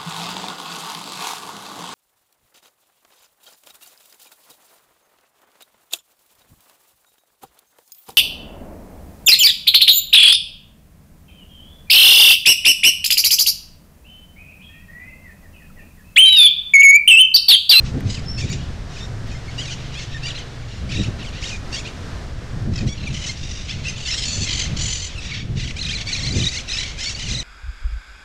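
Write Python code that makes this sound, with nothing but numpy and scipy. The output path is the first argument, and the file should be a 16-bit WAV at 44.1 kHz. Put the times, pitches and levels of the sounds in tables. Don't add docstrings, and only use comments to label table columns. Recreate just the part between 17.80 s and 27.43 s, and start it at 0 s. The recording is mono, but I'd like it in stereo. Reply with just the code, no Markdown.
import sys
import numpy as np
from scipy import signal
from scipy.fft import rfft, irfft, next_fast_len
from scipy.io import wavfile
from scipy.ndimage import uniform_filter1d, map_coordinates

SR = 44100
rng = np.random.default_rng(int(sys.argv[2]) if len(sys.argv) > 2 else 0)


def digitize_waveform(pressure):
    field = np.atleast_2d(pressure).T
    bounded = np.clip(field, -1, 1)
    quanta = np.round(bounded * 32767).astype(np.int16)
    wavfile.write(sys.argv[1], SR, quanta)


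N = 424683

# start in seconds, length in milliseconds, middle pitch in Hz before the warble,
# glide over the note in %, number of the overtone the beak favours, level in dB before the trembling.
NOTES = [(.355, 37, 2670, -34, 1, -41.5), (.46, 24, 5304, -5, 1, -44.5), (.482, 43, 5380, 3, 1, -32.5),
         (.527, 48, 5350, 0.5, 1, -40), (.574, 32, 892, 6, 6, -36), (0.612, 32, 1205, -9.5, 2, -36),
         (0.7, 25, 2270, 4, 3, -33.5), (1.157, 8.5, 1650, -40, 2, -47), (1.167, 8, 1226, 3, 2, -40.5),
         (1.206, 52, 1834, 3, 2, -39.5), (1.513, 32, 628, 0.5, 4, -46), (1.548, 26, 1043, 1, 2, -48),
         (1.681, 20.5, 2180, -2, 1, -44.5), (1.78, 32, 973, 9.5, 3, -31.5), (1.813, 15, 1600, 4, 2, -35),
         (1.828, 26, 1466, -12, 2, -38), (1.86, 18, 1960, 0, 2, -40), (1.882, 24, 1215, -3, 2, -39),
         (2.15, 39, 837, 15, 3, -39.5), (2.346, 27, 1810, -4.5, 1, -35), (2.432, 35, 927, 10.5, 3, -32.5),
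         (2.466, 21, 1180, -3.5, 4, -31), (2.494, 8, 1970, 0, 2, -36), (2.503, 12, 1660, -33, 2, -32),
         (2.562, 12.7, 2060, -11, 2, -36), (2.584, 14, 1650, -23, 2, -37), (3.091, 30, 850, 37, 3, -40),
         (3.125, 28, 1150, -16, 2, -39), (3.157, 10, 1900, -2, 2, -33), (3.171, 7, 1370, -2, 2, -32),
         (3.179, 14.5, 1880, 9, 2, -34), (3.198, 18, 1900, -1, 2, -33.5), (3.22, 7, 1900, -10, 2, -35),
         (3.241, 15, 1310, 35.5, 2, -35), (3.426, 30, 1314, -34.5, 2, -41),
         (3.467, 29, 1514, -18.5, 2, -40.5), (3.624, 27, 897, 45.5, 3, -33), (3.66, 10, 1900, -4, 2, -31),
         (3.701, 13.5, 1480, -36, 2, -36), (3.716, 46, 1235, -5, 2, -40), (3.927, 35, 935, 3, 5, -30.5),
         (3.962, 31, 1096, 5.5, 3, -34), (4, 16, 1300, -25, 2, -39), (4.063, 10, 1396, -24, 2, -36),
         (4.073, 10.6, 1394, 27, 2, -35), (4.936, 7.4, 650, 2, 8, -43), (4.957, 10, 650, 3, 8, -34),
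         (4.978, 16, 645, -7, 8, -34.5), (5.008, 13, 630, -14, 4, -38.5), (5.086, 52, 1130, 4.5, 3, -39.5),
         (5.27, 17, 1187, -3, 2, -31.5), (5.49, 18.7, 1055, 4.5, 4, -30), (5.893, 23, 830, 22, 4, -32),
         (6.054, 35.6, 2670, 7.5, 1, -27.5), (6.082, 21, 1240, -1, 5, -28.5), (6.28, 27, 1017, 5.5, 6, -28),
         (6.312, 28, 1312, -8.5, 4, -25.5), (7.356, 16, 1366, -10, 2, -41.5),
         (7.378, 24, 1335, -11, 2, -38), (7.518, 19, 2260, 0.5, 1, -32), (7.781, 13, 930, 1, 4, -37),
         (7.813, 20, 960, -6, 4, -38), (7.851, 23, 1596, 5, 2, -41), (7.874, 13, 1356, -54, 2, -32.5),
         (7.907, 7.6, 1395, -52, 2, -31), (7.965, 18, 786, 14, 3, -36), (7.988, 17, 1307, 17, 3, -32),
         (8.013, 14, 2040, 3.5, 2, -24), (8.035, 8.7, 1257, -5, 3, -36),
         (8.05, 12.8, 1980, -12.5, 2, -28.5), (8.07, 15, 1255, 5, 2, -34), (8.095, 7, 1650, -9.5, 2, -25.5),
         (8.119, 7.2, 2010, 1, 2, -28), (8.133, 13, 1195, -5, 2, -28.5), (8.15, 20.5, 2050, -8, 2, -26.5),
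         (8.191, 18, 1814, -42, 2, -35), (8.27, 21, 1130, 9, 4, -32.5), (8.296, 23, 1152, 10.5, 2, -30.5),
         (8.328, 22, 2050, -15, 2, -22.5), (8.351, 10, 1200, 1, 2, -28), (8.372, 19, 2160, -5, 2, -31),
         (8.432, 13, 2110, -3, 2, -29), (8.446, 16, 1103, 17, 4, -32), (8.472, 16, 2074, 5, 2, -25),
         (8.508, 12, 2024, -7, 2, -26), (8.526, 11, 2350, 7, 2, -26.5), (8.541, 8.9, 1700, -39, 2, -36),
         (8.6, 10, 1970, -14, 2, -24.5), (8.615, 6.4, 1473, 3, 2, -27), (8.631, 6, 1520, -2, 2, -27),
         (8.638, 12.7, 2000, -17.5, 2, -24.5), (8.665, 17, 1907, 0, 2, -19), (8.688, 9.6, 2250, 8, 2, -28),
         (8.735, 8.4, 2200, 3, 2, -33), (8.772, 7.5, 2130, 2, 2, -28.5), (8.787, 16, 1550, -42, 2, -32.5),
         (8.748, 47, 2120, 18.5, 1, -37), (8.89, 24, 1975, 6, 3, -30.5), (8.897, 12, 1247, 3, 3, -30),
         (8.918, 7.7, 2014, 2, 2, -24), (8.932, 14, 1280, -1.5, 4, -25.5), (8.954, 14, 1300, 1.5, 4, -29),
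         (8.985, 8.1, 2010, 0.5, 2, -21.5), (9.016, 13, 1954, -2.5, 2, -30.5),
         (9.04, 17, 1112, 9.5, 2, -34.5), (9.179, 29, 827, 14, 3, -36), (9.212, 24, 1034, 1, 5, -30.5),
         (9.249, 6.3, 1800, 1, 2, -28), (9.26, 31.4, 1114, 8, 4, -27.5), (9.348, 11, 2210, 0.5, 2, -30.5),
         (9.366, 29, 957, 6.5, 3, -40), (9.399, 25, 975, -5, 4, -37.5), (9.427, 24, 1520, -11, 2, -35),
         (9.468, 17.4, 1415, -13, 2, -34), (9.512, 5.8, 1960, -2, 2, -23), (9.524, 7.7, 1393, 5, 2, -32),
         (9.547, 13.6, 1985, -13.5, 2, -27), (9.572, 6, 1940, -6.5, 2, -29),
         (9.588, 23.4, 2004, -13, 2, -26.5)]
# frequency in Hz, relative level in dB.
VOICE = [(600, -19), (1400, -10.5), (2300, 1.5), (3800, -1), (5200, -2.5), (7000, -0.5), (8300, -14.5),
         (10700, -23.5), (14500, -97)]


def amp(db):
    return 10 ** (np.asarray(db) / 20)


def unit(x):
    return x / np.sqrt(np.mean(x ** 2) + 1e-20)


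def along(points, hz):
    f, v = np.transpose(points)
    return np.interp(np.log(hz + 1), np.log(f + 1), v)


def curves(rows):
    times, *columns = np.transpose(rows)
    return [np.interp(np.arange(N) / SR, times, column) for column in columns]


def wobble(rate):
    points = rng.standard_normal(int(N * rate / SR) + 4)
    return map_coordinates(points, [np.arange(N) * rate / SR])


def filtered(x, response):
    m = next_fast_len(N + SR // 2)
    return irfft(rfft(x, m) * response(np.fft.rfftfreq(m, 1 / SR)), m)[..., :N]


def noise(spectrum):
    return unit(filtered(rng.standard_normal(N), lambda hz: amp(along(spectrum, hz))))


def ringing(x, modes, tuning, leak):
    out = leak * x
    for hz, width, db in modes:
        b, a = signal.iirpeak(hz * tuning, hz / width, SR)
        out = out + amp(db) * signal.lfilter(b, a, x)
    return unit(out)


def voice(pitch):
    phase = 2 * np.pi * np.cumsum(pitch) / SR
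    return unit(sum(np.cos(k * phase + k * k) * (k * pitch < 14000) for k in range(1, 11)))


def gusts():
    # time in seconds, strength in dB.
    breeze = [(0, -25.5), (1.1, -35), (1.5, -33.5), (3, -45), (3.6, -35), (5.9, -34), (6.3, -49),
              (9.63, -41)]
    # time of the peak in seconds, peak strength in dB, seconds to climb the last 10 dB,
    # seconds to sink the first 10 dB.
    peaks = [(.18, -20, 0.11, 0.2), (.59, -26.5, 0.21, 0.75), (3.19, -22, 0.19, 0.19),
             (4.91, -20, 0.16, 0.058), (5.04, -20.5, 0.064, 0.097), (5.25, -24.5, 0.1, 0.23),
             (5.98, -25.5, 0.092, 0.24), (6.63, -27.5, 0.34, 0.27), (6.95, -24.5, 0.22, 0.18),
             (7.72, -27.5, 0.31, .98), (8.58, -19, 0.16, 0.087), (9.52, -26.5, 0.12, 0.14)]
    strength_db, = curves(breeze)
    t = np.arange(N) / SR
    for peak, db, rise, fall in peaks:
        distance = np.where(t < peak, (peak - t) / rise, (t - peak) / fall)
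        strength_db = np.maximum(strength_db, db - 10 * distance)
    return strength_db


def wind():
    # frequency in Hz, relative level in dB.
    rumble_colour = [(30, -9), (60, -9), (110, -14), (300, -85)]
    buffet_colour = [(30, -11), (70, -0.5), (120, 4), (180, -3), (300, -20), (600, -87.5)]
    edge_colour = [(120, -39), (200, 0.5), (400, -11.5), (800, -26.5), (1500, -101)]
    gust_db = gusts()
    force = gust_db + 30.5
    shared_rumble, shared_edge = noise(rumble_colour), noise(edge_colour)
    pair = []
    for side in (1, -1):
        lumps = unit(amp(0.45 * wobble(19) + 3.53 * wobble(40)))
        edge = 0.62 * side * shared_edge + 0.66 * noise(edge_colour)
        turbulence = noise(buffet_colour) + amp(-12.0 + .5 * force) * edge
        buffeting = amp(gust_db + 1.5 + side * (3.5 + 0.16 * force)) * lumps * turbulence
        rumble_level = amp(-31.5 + 0.25 * force + 1.0 * side + 1.25 * wobble(6.0))
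        rumble = rumble_level * (shared_rumble + 0.5 * noise(rumble_colour))
        pair.append(buffeting + rumble)
    return np.array(pair)


def surf_and_street():
    # frequency in Hz, relative level in dB.
    shore = [(120, -44), (200, -2), (330, -5.5), (700, -6.5), (900, -11), (1760, -12), (2560, -20),
             (6100, -21.5), (8200, -30), (10700, -40), (14500, -49)]
    swell = amp(-40.5 + 1.98 * wobble(1.563) + 1.04 * wobble(11))
    return swell * noise(shore), 2 * swell * noise(shore)


def squawks():
    # time in seconds, level in dB.
    murmur = [(0, -57), (.7, -38.5), (1.1, -54.5), (1.5, -65), (2, -41.5), (2.7, -47), (3.8, -50),
              (4.15, -48.5), (4.9, -55), (5.3, -44.5), (6, -41), (7.3, -38), (7.7, -50.5), (9.63, -38.5)]
    # start in seconds, length in seconds, level at the start in dB before the ends
    # are softened, swell over the call in dB, treble against the level in dB.
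    calls = [(0.053, 0.058, -38, -7.5, -2), (0.275, 0.11, -34.5, 4, -5.5), (0.587, 0.069, -30, -7, 2),
             (0.692, 0.052, -35, -1.5, 2), (1.105, 0.14, -43, 5.5, -1.5), (1.474, 0.13, -42, -5, -4),
             (1.613, 0.28, -46, 4, -5), (1.787, 0.15, -33, 1.5, -3), (2.14, 0.11, -38, 2, -3.5),
             (2.316, 0.067, -38.5, 0, -10), (2.433, 0.084, -31, 0.5, -13), (2.55, 0.076, -32.5, -4, -17),
             (2.884, 0.14, -41.5, -3.5, -5), (3.115, 0.16, -26, -9.5, -6), (3.391, 0.11, -39, 1, -14),
             (3.528, 0.075, -38.5, 2.5, -10), (3.619, 0.14, -33.5, -1, 1), (3.942, 0.044, -26, -4, 3.5),
             (4.054, 0.031, -33.5, 2.5, -11), (4.926, 0.12, -43, 0.5, -5), (5.08, 0.03, -33, -12, 1),
             (5.137, 0.18, -41, 3, -9.5), (5.33, 0.083, -37, -4.5, 5), (5.406, 0.11, -35.5, 0.5, 4),
             (5.566, 0.31, -39.5, 0.5, -0.5), (5.893, 0.065, -29.5, -7, -6.5),
             (6.039, 0.048, -34, 12, -3.5), (6.175, 0.14, -34.5, -6.5, 0.5), (6.269, 0.074, -28, 7.5, -1.5),
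             (6.364, 0.47, -29, -5, 1.5), (6.675, 0.19, -25, -2, -5), (6.975, 0.3, -29, -4.5, 1.5),
             (7.381, 0.095, -39.5, 7.5, -3), (7.493, 0.13, -29, -7.5, -13), (7.777, 0.13, -30, -5, -4.5),
             (7.968, 0.25, -35.5, 6.5, -5.5), (8.278, 0.12, -26, -3.5, -2), (8.397, 0.096, -34.5, 5.5, -1),
             (8.52, 0.17, -33, 2.5, 2.5), (8.72, 0.066, -30.5, 9.5, 1), (8.896, 0.22, -26, -8.5, -3),
             (9.193, 0.14, -27, -7.5, 3), (9.354, 0.086, -38.5, 13, 0), (9.469, 0.16, -28.5, -9, 1)]
    attack, release = 652, 506
    edge_drop_db = 2.5
    hush_db = -7.5
    t = np.arange(N) / SR
    level_db, = curves(murmur)
    treble_db = np.full(N, -8.)
    for start, length, db, swell_db, bright_db in calls:
        on = slice(max(round((start - .1) * SR), 0), round((start + length + .1) * SR))
        u = np.clip((t[on] - start) / length, 0, 1)
        call_db = db + swell_db * u - edge_drop_db * (2 * u - 1) ** 2
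        call_db -= attack * np.maximum(start - t[on], 0)
        call_db -= release * np.maximum(t[on] - start - length, 0)
        treble_db[on] = np.where(call_db > level_db[on], bright_db, treble_db[on])
        level_db[on] = np.maximum(level_db[on], call_db)
    for start, ms, *_ in NOTES:
        level_db[round(start * SR):round((start + ms / 1000) * SR)] += hush_db
    return uniform_filter1d(level_db, size=300), uniform_filter1d(treble_db, size=900)


def chatter():
    # frequency in Hz, width in Hz, level in dB.
    beak = [(2110, 3000, 3), (3440, 2900, 5), (5730, 1800, 7.5)]
    out = .5 * rng.standard_normal(N)
    for hz, rate, db in ((1560, 42, 0), (1150, 31, -3)):
        flip_rate = rate * np.exp(.45 * wobble(20))
        zigzag = np.tanh(2.6 * np.sin(2 * np.pi * np.cumsum(flip_rate) / SR))
        swing = .23 + .08 * wobble(12)
        unsteady = .05 * wobble(15) + .02 * wobble(90) + .008 * wobble(300)
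        out += amp(db + 2.5 * wobble(30)) * voice(hz * np.exp(swing * zigzag + unsteady))
    return ringing(out, beak, 1, leak=.35)


def flock():
    level_db, treble_db = squawks()
    bursts, rattling = rattle()
    source = bursts + (1 - .75 * rattling) * chatter()
    far = np.clip((-33 - level_db) / 8, 0, 1.8)
    source = (source + far * rng.standard_normal(N)) / np.sqrt(1 + far ** 2)

    def high(hz):
        return 1 / (1 + (4800 / (hz + 1)) ** 8)

    body = unit(filtered(source, lambda hz: amp(along(VOICE, hz)) * (1 - high(hz))))
    treble = unit(filtered(source, lambda hz: amp(along(VOICE, hz)) * high(hz)))
    return amp(level_db) * (body + amp(treble_db) * treble)


def ticks():
    # time in seconds, level at the start in dB of the noise in the tick.
    tick_rows = [(.207, -30.5), (.604, -38), (0.7, -31), (1.205, -51), (1.475, -41)]
    out, t = np.zeros(N), np.arange(300) / SR
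    for start, db in tick_rows:
        knock = rng.standard_normal(300) + 2 * np.sin(2 * np.pi * 1900 * t)
        out[round(start * SR):][:300] += amp(db - 60 * t / 0.0078) * knock
    return out


def rattle():
    # start in seconds, end in seconds, bursts a second,
    # depth of the bursts in dB, pitch in Hz before sag and jitter, tuning factor of the throat,
    # boost of the lower throat rings in dB.
    rattle_rows = [(0.275, 0.4, 48, 5, 980, 1.1, -16), (5.17, 5.325, 38, 21, 1330, 0.91, -2),
                   (5.338, 5.463, 41.2, 9, 1010, 0.84, 8.5), (5.547, 5.873, 50, 9, 946, 0.81, -7),
                   (6.152, 6.271, 43, 9, 948, 1, 4), (6.353, 6.448, 70, -3, 1011, 1.14, 1),
                   (6.452, 6.656, 80, 5, 870, 0.992, -10), (6.683, 6.851, 47.5, 12, 1021, 1.02, -9),
                   (6.959, 7.288, 43, 8, 1001, .99, -6)]
    # frequency in Hz and width in Hz, both before tuning, and level in dB
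    throat = [(2480, 93, -10), (3300, 980, -4), (4490, 330, -3.5), (6170, 230, -1.5), (7060, 480, -2.5)]
    settle = .93, .965, 1
    out, rattling = np.zeros(N), np.zeros(N)
    drift, size_db = .04 * wobble(25), 2.2 * wobble(70)
    jitter = .03 * wobble(60) + .025 * wobble(500)
    sways = [wobble(25) for ring in throat]
    for start, end, rate, depth_db, hz, tuning, low_db in rattle_rows:
        on = slice(round(start * SR), round(end * SR))
        t = np.arange(on.stop - on.start) / SR
        cycle = (t * rate + drift[on]) % 1
        burst = np.clip(np.minimum((cycle - .15) / 0.018, (1 - cycle) / 0.33), 0, 1)
        pitch = hz * (1 + .12 * (.55 - cycle)) * np.exp(jitter[on])
        hoarse = voice(pitch) + 1.1 * rng.standard_normal(len(t))
        step = np.minimum(t * 25, 2)
        modes = []
        for (centre, width, db), sway in zip(throat, sways):
            ring_db = db + low_db * (centre < 4000) + 1.5 * sway[on]
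            for i, shift in enumerate(settle):
                fade_db = 20 * np.log10(np.clip(1 - abs(step - i), 1e-3, 1))
                modes.append((centre * (shift if centre > 5000 else 1), width, ring_db + fade_db))
        out[on] = ringing(amp(depth_db * burst + size_db[on]) * hoarse, modes, tuning, leak=.13)
        rattling[on] = 1
    return out, uniform_filter1d(rattling, size=400)


def slur(start, ms, end_hz):
    for next_start, _, next_hz, next_glide, *_ in NOTES:
        gap = next_start - start - ms / 1000
        if -.004 < gap < .017 and max(next_hz, end_hz) < 2500 and end_hz > 750:
            return gap, next_hz * (1 - next_glide / 200)
    return 0, end_hz


def overtone_gains(pitch, length, k, best, db, low):
    def near(hz):
        return np.exp(-((k * pitch - hz) / 450) ** 2)

    favoured = best * np.pad(pitch[:length], (0, len(pitch) - length), "edge")
    lift = near(favoured)
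    lift += amp(-8) * (k == 2) * (1 - lift) * (abs(k * pitch - 3500) < 1500) * (best > 1.5)
    lift += low * amp(-5) * (1 - lift) * (near(2800) + near(4900))
    slurring = 1. * (np.arange(len(pitch)) >= length)
    lift *= amp(-11 * uniform_filter1d(slurring, size=90))
    loud_db = -30
    others_db = -36.5 + .7 * (db - loud_db) - db + along(VOICE, k * pitch)
    others_db = others_db - 5 * (k == 1) * (db > loud_db) + rng.normal(0, 3, k.shape)
    return (lift + amp(others_db)) * (k * pitch < 14000)


def notes():
    out, k = np.zeros(N + SR), np.arange(1, 13)[:, None]
    for start, ms, hz, glide, best, db in NOTES:
        length = round(ms * SR / 1000)
        low = 750 < hz < 1100
        pitch = hz * (1 + glide / 100 * np.linspace(-.5, .5, length))
        gap, aim = slur(start, ms, pitch[-1])
        tail = np.geomspace(pitch[-1], aim, round((max(gap, 0) + .004) * SR))
        pitch = np.r_[pitch, tail]
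        age = np.arange(len(pitch)) / SR
        unsteady = 0.0095 * np.sqrt(60) * uniform_filter1d(rng.standard_normal(len(pitch)), size=60)
        warble = 0.02 * np.sin(age * rng.uniform(297, 496) + rng.uniform(0, 2 * np.pi)) * (hz < 4000)
        pitch *= 1 + unsteady + warble
        gain = overtone_gains(pitch, length, k, best, db, low)
        phase = k * 2 * np.pi * np.cumsum(pitch) / SR + rng.uniform(0, 7.1, k.shape)
        stack = np.sum(gain * np.sin(phase), axis=0)
        fade = np.clip(np.minimum(age / 0.004, (age[-1] - age) / 0.004), 0, 1)
        swell = amp(-5 * low * np.clip(1 - 2000 * age / ms, 0, 1))
        tremble_db = 2.7 * np.sin(age * rng.uniform(157, 500))
        out[round((start - .002) * SR):][:len(age)] += amp(db + tremble_db) * fade * swell * stack
    return out[:N]


def engine():
    # time in seconds, pitch of the lowest tone in Hz, level in dB before the lift and wavering.
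    revs = [(1.201, 98.95, -35), (2.133, 130.7, -34), (2.96, 114, -39)]
    hz, db = curves(revs)
    t = np.arange(N) / SR
    phase = 2 * np.pi * np.cumsum(hz) / SR
    fade = np.clip(np.minimum(t - revs[0][0], revs[-1][0] - t) / 0.099, 0, 1)
    tones = np.sin(phase) + 0.61 * np.sin(phase * 6 / 5) + 0.1 * np.sin(phase * 12 / 5)
    return fade * amp(db + 3.0 + 2.2 * wobble(6.11)) * tones


def echoes(x, t60):
    t = np.arange(SR // 3) / SR
    tail = rng.standard_normal(len(t)) * amp(-60 * t / t60)
    return signal.fftconvolve(x, tail / np.linalg.norm(tail))[:N]


def ports(near, spread):
    # frequency in Hz, lead of the left port in radians.
    lead = [(200, .5), (860, -2.5), (1640, 0), (2330, -.7), (3500, -.3), (5250, .8), (6200, 2.1),
            (9000, 2.1)]
    # frequency in Hz, likeness of left and right (1 is the same) for equally loud near and spread.
    alike = [(200, 0.997), (1000, 0.71), (2500, 0.72), (5000, 0.88), (10000, 0.59)]

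    def turn(hz):
        return np.arccos(np.clip(along(alike, hz), 0, 1)) / 2

    def gap(hz):
        return np.exp([[.5j], [-.5j]] * along(lead, hz))

    same = filtered(near, lambda hz: np.cos(turn(hz)) * gap(hz))
    opposed = filtered(spread, lambda hz: np.sin(turn(hz)) * gap(hz) * [[1], [-1]])
    return same + opposed


def scene():
    shore_shared, shore_spread = surf_and_street()
    birds = notes() + flock()
    yard = amp(-12.5) * echoes(birds, .4)
    near = birds + yard + shore_shared + ticks() + engine()
    fronds = .5 * echoes(birds, .012) + 1.1 * echoes(birds, .15)
    balance = amp([[1.2], [-.8]])
    return ports(near, fronds + shore_spread) * balance + wind()


def record(dry):
    soft = dry / (1 + np.abs(dry / .85) ** 6) ** (1 / 6)
    return filtered(soft, lambda hz: hz < 14900)


dry = scene()
out = record(dry)
digitize_waveform(out)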